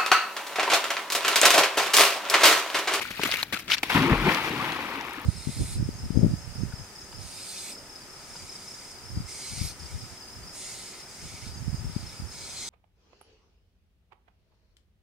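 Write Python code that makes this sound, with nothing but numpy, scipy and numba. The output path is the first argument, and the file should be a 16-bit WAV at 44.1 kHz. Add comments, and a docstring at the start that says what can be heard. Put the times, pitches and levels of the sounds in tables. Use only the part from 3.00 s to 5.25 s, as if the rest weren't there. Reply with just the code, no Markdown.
"""A dog plunges into a lake

A wet dog paddles through the shallows, pushes off and lands belly first in deep water. Air trapped in
water rings as a damped oscillator, lower the larger the bubble: singly as the plips of drops, in swarms
as the slosh of paws. The splash opens an air cavity that collapses with a low boom, the thrown water
falls back, and the foam churns and fades as the dog swims off."""
import sys
import numpy as np
from scipy.fft import rfft, irfft
from scipy.io import wavfile
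from scipy.ndimage import uniform_filter1d
from numba import njit

SR = 44100
rng = np.random.default_rng(int(sys.argv[2]) if len(sys.argv) > 2 else 0)


def materialize(psi):
    """Save the field psi as 16-bit PCM at rate SR to the path in sys.argv[1].

    A 1-D psi becomes a single channel; in a 2-D psi each row is a channel.
    """
    bounded = np.clip(np.atleast_2d(psi).T, -1, 1)
    quanta = np.round(bounded * 32767).astype(np.int16)
    wavfile.write(sys.argv[1], SR, quanta)


N = 99225
TIME_S, BIN_HZ = np.arange(N) / SR, np.fft.rfftfreq(N, 1 / SR)

# delay of the left channel behind the right as the dog crosses: time_s, lag_ms
PATH_LAG = [(0, -.11), (.7, 0), (.95, .09)]
# spectral shape of the finest droplets: frequency_hz, gain_db
MIST_SPECTRUM = [(2000, -61), (5000, 3), (8500, -4.5), (11000, 5), (14000, 4), (16000, -8)]
# spectral shape of the foam: frequency_hz, gain_db
FOAM_SPECTRUM = [(200, -10), (450, -2), (630, -5), (900, 3.5), (1250, 2.5), (1750, -1), (2300, 1.5),
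                 (3000, -7), (4300, -19.5), (8000, -47)]
# envelope of the churning foam: time_s, level_db
FOAM_ENVELOPE = [(.842, -43), (.895, -45), (.902, -24.5), (.94, -31.5), (.955, -21), (1.0, -27),
                 (1.09, -29.5), (1.135, -25), (1.18, -32), (1.24, -32), (1.285, -22.5), (1.36, -29.5),
                 (1.57, -37), (1.63, -31), (1.72, -35), (2.02, -38), (2.25, -45)]


def from_db(db):
    """Amplitude grows tenfold for every 20 dB."""
    return 10 ** (np.asarray(db) / 20)


def envelope(rows):
    """Exponential growth or decay between (time_s, level_db) points; silence before the first."""
    return from_db(np.interp(TIME_S, *np.transpose(rows), left=-np.inf))


def at_bins(points):
    """Interpolation of (frequency_hz, gain_db) points on a logarithmic frequency axis."""
    hz, db = np.transpose(points)
    return np.interp(np.log(BIN_HZ + 1), np.log(hz), db)


def coloured(x, spectrum):
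    """Linear filtering shapes a stereo texture; the mean of its channels is scaled to rms 1."""
    y = irfft(rfft(x) * from_db(at_bins(spectrum)), N)
    return y / np.sqrt(np.mean(y.mean(0) ** 2) + 1e-20)


def evened(x, span_s):
    """Division by the running rms holds a texture steady over times longer than span_s."""
    power = uniform_filter1d(x.mean(0) ** 2, max(2, int(span_s * SR)))
    return x / np.sqrt(power + 1e-6)


def clumps(depth_db, span_s):
    """Random amplitude modulation: water breaks up in clumps."""
    swings = np.interp(TIME_S / span_s, np.arange(N), rng.standard_normal(N))
    gain = from_db(depth_db * swings)
    return gain / np.sqrt(np.mean(gain ** 2))


def arrivals(start_s):
    """A path difference gives a sound separate left and right arrival times."""
    lag_s = np.interp(start_s, *np.transpose(PATH_LAG)) / 1000
    return start_s + lag_s * np.array([[.5], [-.5]])


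def pulsation(start_s, hz, t60_s, rise=0.04, attack_cycles=0.29):
    """Bubble resonance: trapped air is the spring, the water the mass; pitch rises as it decays."""
    t = np.maximum(TIME_S - start_s, 0)
    age = np.minimum(t / t60_s, 2)
    attack = 1 - np.exp(-t * hz / attack_cycles)
    decay = from_db(-60 * age) * (age < 2)
    return attack * decay * np.sin(2 * np.pi * hz * t * (1 + rise * age))


def swell(start_s, length_s, hz, glide_octaves):
    """A bubble's oscillation grows and fades in a half-sine arch while its resonance glides."""
    age = np.clip((TIME_S - arrivals(start_s)) / length_s, 0, 1)
    phase = 2 * np.pi * hz * length_s * age * 2 ** (glide_octaves * age / 2)
    return np.sin(np.pi * age) * np.sin(phase)


@njit
def ring_all(start_s, hz, amplitude, t60_s, lag_s, rise, n, sr):
    """Superposition of damped sines of rising pitch, each with its own lag between the channels."""
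    out = np.zeros((2, n))
    for k in range(len(start_s)):
        for ch in range(2):
            onset = start_s[k] + lag_s[k] * (.5 - ch)
            for i in range(max(0, int(onset * sr) + 1), min(n, int((onset + t60_s[k]) * sr))):
                t = i / sr - onset
                age = t / t60_s[k]
                phase = 2 * np.pi * hz[k] * t * (1 + rise * age)
                out[ch, i] += amplitude[k] * np.exp(-6.9 * age) * np.sin(phase)
    return out


def bubbles(spectrum, low_hz, high_hz, per_s, cycles, spread_db, rise=0.11, scatter_ms=.13):
    """Random bubbles add incoherently to a steady texture; each falls 60 dB in about `cycles` periods."""
    draws = np.random.default_rng(rng.integers(2 ** 31)).random((int(per_s * N / SR), 6))
    when, pitch, strength, polarity, direction, ring = draws.T
    start_s = when * N / SR
    hz = (np.sqrt(low_hz) + pitch * (np.sqrt(high_hz) - np.sqrt(low_hz))) ** 2
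    excess_db = spread_db * np.minimum(-np.log(strength), 4)
    amplitude = from_db(excess_db) * hz ** .75 * np.sign(polarity - .5)
    t60_s = cycles * (.5 + ring) / hz
    lag_s = (np.interp(start_s, *np.transpose(PATH_LAG)) + scatter_ms * (2 * direction - 1)) / 1000
    return coloured(ring_all(start_s, hz, amplitude, t60_s, lag_s, rise, N, SR), spectrum)


def lake():
    """Heavily damped bubbles merge into the wash of small waves; sparse ones tick as droplets land."""
    # spectral shape of the waves along the shore: frequency_hz, gain_db
    wash_spectrum = [(20, -6), (70, -2), (250, -3), (600, -11.5), (2200, -17), (5000, -16), (9000, -27),
                     (16000, -10.5)]
    # last droplets coming down after the splash: time_s, level_db
    tick_envelope = [(1.2, -83), (2.25, -56.5)]
    wash = bubbles(wash_spectrum, 34, 13300, per_s=25000, cycles=5.7, spread_db=5.0)
    ticks = bubbles(MIST_SPECTRUM, 4800, 18500, per_s=74, cycles=4.5, spread_db=2.0)
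    return from_db(-51) * wash + envelope(tick_envelope) * ticks


def plinks():
    """Lightly damped lone bubbles ring out of the foam and fade more slowly than it does."""
    swarm = bubbles(FOAM_SPECTRUM, 750, 4500, per_s=290, cycles=52, spread_db=3.0, rise=0.097)
    return from_db(-24) * envelope(FOAM_ENVELOPE) ** 0.58 * swarm


def shallows(attack_s=.001, t60_s=.024):
    """Air entrainment: each paw stroke makes small bubbles, a low gulp and mist; water drips between."""
    # paws and legs stirring the water: start_s, length_s, splash_db, gulp_db, mist_db
    strokes = [(0.013, 0.018, -34.5, -44.5, -43), (0.105, 0.012, -38, -41.5, -47),
               (0.193, 0.011, -44, -33.5, -62), (0.213, 0.02, -34.5, -63, -53),
               (0.233, 0.0051, -22.5, -43, -34), (0.25, 0.015, -29.5, -34, -40.5),
               (0.271, 0.0075, -39, -38.5, -39.5), (0.338, 0.0034, -27.5, -38, -37.5),
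               (0.369, 0.0035, -32, -49, -41), (0.382, .033, -36, -54, -48),
               (0.426, 0.0084, -33.5, -48, -36.5), (0.525, 0.019, -28.5, -36, -41.5),
               (0.544, 0.032, -37, -52, -53), (0.589, 0.016, -41.5, -55, -46.5),
               (0.679, 0.02, -37.5, -44.5, -60), (0.698, 0.0099, -31.5, -58, -48),
               (0.711, 0.04, -28, -63, -41.5), (0.766, 0.024, -38.5, -68, -68),
               (0.83, 0.0069, -28, -32, -38)]
    # dripping from the coat and legs: time_s, level_db
    drip_envelope = [(0, -39), (.13, -43), (.21, -38.5), (.33, -31), (.42, -42), (.447, -48.5),
                     (.53, -53.5), (.6, -44.5), (.66, -53.5), (1.0, -53), (2.25, -79)]
    # spectral shape of splashes and drips: frequency_hz, gain_db
    splash_spectrum = [(300, -9), (700, -11), (1050, -5), (1400, 1.5), (1850, 1.5), (2300, 5.5), (3100, 0),
                       (4300, -2.5), (5500, -8), (7500, -12.5)]
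    # spectral shape of the gulps: frequency_hz, gain_db
    gulp_spectrum = [(40, -28.5), (110, -8), (250, 5.5), (400, 1.5), (600, -5), (1200, -15), (4000, -60)]
    gains = np.zeros((3, N))
    for start_s, length_s, *levels_db in strokes:
        attack = np.clip((TIME_S - start_s) / attack_s, 0, 1)
        release = from_db(-60 * np.maximum(TIME_S - start_s - length_s, 0) / t60_s)
        gains += from_db(levels_db)[:, None] * attack * release
    splash_gain, gulp_gain, mist_gain = gains
    breakup = clumps(depth_db=1.0, span_s=0.00086)
    splash = bubbles(splash_spectrum, 535, 8950, per_s=5000, cycles=16.6, spread_db=2.5)
    gulp = bubbles(gulp_spectrum, 74.6, 935, per_s=1200, cycles=7.9, spread_db=2.5)
    mist = bubbles(MIST_SPECTRUM, 4700, 17300, per_s=11000, cycles=4, spread_db=3.5)
    drip = bubbles(splash_spectrum, 553, 15300, per_s=4000, cycles=24, spread_db=1, rise=0.16)
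    return (splash_gain * evened(splash * breakup, 0.0098)
            + gulp_gain * evened(gulp, 0.016)
            + mist_gain * evened(mist * breakup, 0.018)
            + envelope(drip_envelope) * evened(drip, 0.056))


def smacks(t60_s=.013):
    """Impact noise: a drop landing flat gives a brief broadband crack; a flung sheet of drops swishes."""
    # drops that land without ringing: start_s, level_db
    impacts = [(0.3152, -22.5), (0.322, -20.5), (0.432, -33), (0.595, -33), (0.721, -22), (.782, -24),
               (1.022, -27.5), (1.347, -19), (1.721, -27), (2.011, -32.5), (2.11, -40.5)]
    # sheet of drops flung by the hind legs at take-off: time_s, level_db
    fling_envelope = [(.702, -29), (.728, -32.5), (.739, -22.5), (.748, -28), (.758, -46), (.81, -82)]
    # spectral shape of the impacts: frequency_hz, gain_db
    impact_spectrum = [(500, -25), (2500, 5.5), (4200, 5.5), (6000, 1.5), (8200, -20), (16000, -25)]
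    bursts = sum((TIME_S > start_s) * from_db(db - 60 * np.maximum(TIME_S - start_s, 0) / t60_s)
                 for start_s, db in impacts)
    noise = rng.standard_normal(N) + rng.standard_normal((2, N))  # partly shared by the channels
    return (bursts + envelope(fling_envelope)) * coloured(noise, impact_spectrum)


def plips():
    """A lone drop traps a bubble that rings at its natural frequency."""
    # single loud bubbles: start_s, pitch_hz, level_db, t60_s
    drops = [(.007, 884, -22, 0.013), (.053, 1420, -23, 0.015), (0.1951, 890, -15.5, 0.0088),
             (0.235, 380, -17, 0.025), (0.258, 1270, -12.5, 0.007), (.291, 650, -23, 0.021),
             (.315, 4650, -10.5, 0.0051), (0.3222, 2270, -12, 0.0069), (.3405, 2180, -13.5, 0.013),
             (0.3594, 2370, -17, 0.011), (.393, 2770, -20, .011), (.4298, 4020, -7.5, 0.0056),
             (0.43, 910, -16, 0.0055), (.566, 1350, -24.5, 0.027), (0.703, 1330, -21.5, .031),
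             (.7187, 2910, -1, 0.0048), (.7335, 3100, -8.5, 0.0061), (.8322, 760, -16, 0.012),
             (0.8329, 2270, -8, 0.0063), (0.9012, 1480, -10, .011), (2.143, 1750, -29, 0.028)]
    return sum(from_db(db) * pulsation(arrivals(start_s), hz, t60_s) for start_s, hz, db, t60_s in drops)


def glugs():
    """The resonance of a big bubble shifts as it rises through the foam."""
    # rising bubbles: start_s, length_s, pitch_hz, glide_octaves, level_db
    rising = [(1.013, 0.055, 251, 0.16, -20.5), (1.261, 0.025, 434, -0.4, -18.5),
              (1.378, 0.019, 872, 0.12, -27), (1.593, 0.033, 1051, 0.28, -26.5),
              (1.944, 0.058, 287, -0.1, -37.5), (2.174, 0.021, 263, 0.25, -33)]
    return sum(from_db(db) * swell(start_s, length_s, hz, glide)
               for start_s, length_s, hz, glide, db in rising)


def surfacing(gurgle, below_hz=190, from_s=1.71, fade_db_per_s=62):
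    """Buoyancy brings the biggest bubbles up first, so the lowest part of the gurgle fades early."""
    bass = irfft(rfft(gurgle) / (1 + (BIN_HZ / below_hz) ** 8), N)
    remaining = from_db(-fade_db_per_s * np.maximum(TIME_S - from_s, 0))
    return gurgle - bass * (1 - remaining)


def plunge():
    """The body entrains air at every scale: big bubbles gurgle, foam churns and falling spray hisses."""
    # big bubbles dragged under: time_s, level_db
    gurgle_envelope = [(.85, -53), (.938, -37.5), (.954, -19.5), (1.04, -27.5), (1.085, -25), (1.13, -21.5),
                       (1.17, -35), (1.235, -29), (1.278, -24), (1.32, -31.5), (1.41, -42.5), (1.52, -33),
                       (1.66, -38.5), (1.97, -44), (2.25, -51.5)]
    # spectral shape of those bubbles: frequency_hz, gain_db
    gurgle_spectrum = [(25, -28), (50, -11), (90, -8), (140, -0.5), (250, 0.5), (340, 2), (430, -6.5),
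                       (620, -15), (2000, -59)]
    # thrown water falling back: time_s, level_db
    spray_envelope = [(.84, -39), (.89, -43.5), (.902, -31.5), (.955, -31), (1.06, -38.5), (1.22, -39.5),
                      (1.32, -33), (1.38, -38), (1.45, -37.5), (1.55, -41.5), (1.64, -40), (2.25, -51.5)]
    # spectral shape of the spray: frequency_hz, gain_db
    spray_spectrum = [(1200, -8.5), (2600, 0.5), (3500, -1.5), (4400, -6), (5300, -9.5), (7000, -17),
                      (9000, -18.5), (12000, -15.5), (16000, -21)]
    foam = bubbles(FOAM_SPECTRUM, 401, 5750, per_s=6500, cycles=28.6, spread_db=2.0)
    gurgle = bubbles(gurgle_spectrum, 48.2, 643, per_s=500, cycles=20.6, spread_db=1.0)
    spray = bubbles(spray_spectrum, 1850, 17100, per_s=22000, cycles=22.0, spread_db=2.5)
    surface = envelope(FOAM_ENVELOPE) * evened(foam, .04) + envelope(spray_envelope) * evened(spray, .028)
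    depths = envelope(gurgle_envelope) * surfacing(evened(gurgle, 0.0335))
    return clumps(depth_db=1.32, span_s=.003) * surface + depths


def cavity():
    """Large air volumes resonate low: pockets boom as they close, and the deep hollow wobbles."""
    # the belly striking the water, then air pockets closing behind the body: start_s, pitch_hz, level_db, t60_s
    pockets = [(0.954, 170, -17, 0.026), (1.116, 68, -12, 0.059), (1.118, 131, -8, 0.071),
               (1.127, 246, -9, 0.043), (1.134, 433, -12, 0.031), (1.2804, 237, -5.5, .018)]
    boom = sum(from_db(db) * pulsation(start_s, hz, t60_s) for start_s, hz, db, t60_s in pockets)
    wobble = from_db(-28.5) * swell(start_s=1.106, length_s=0.17, hz=42, glide_octaves=0)
    return boom + wobble


def scene():
    """Superposition: the pressures of all the water sounds add."""
    return shallows() + plips() + smacks() + plunge() + cavity() + glugs() + plinks() + lake()


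def record(dry, low_cut_hz=26, high_cut_hz=16000):
    """A level difference favours the left channel, most in the midrange; both band edges are cut."""
    # excess of the left channel over the right: frequency_hz, difference_db
    left_excess = [(300, 4.2), (900, 3.5), (2000, 8.5), (4000, 2.5), (7500, 0.5)]
    balance = from_db(at_bins(left_excess) * np.array([[.5], [-.5]]))
    low_pass = 1 / np.sqrt(1 + (BIN_HZ / high_cut_hz) ** 200)
    high_pass = 1 - 1 / (1 + (BIN_HZ / low_cut_hz) ** 8)
    return irfft(rfft(dry) * balance / balance.mean(0) * low_pass * high_pass, N)


dry = scene()
out = record(dry)
materialize(out)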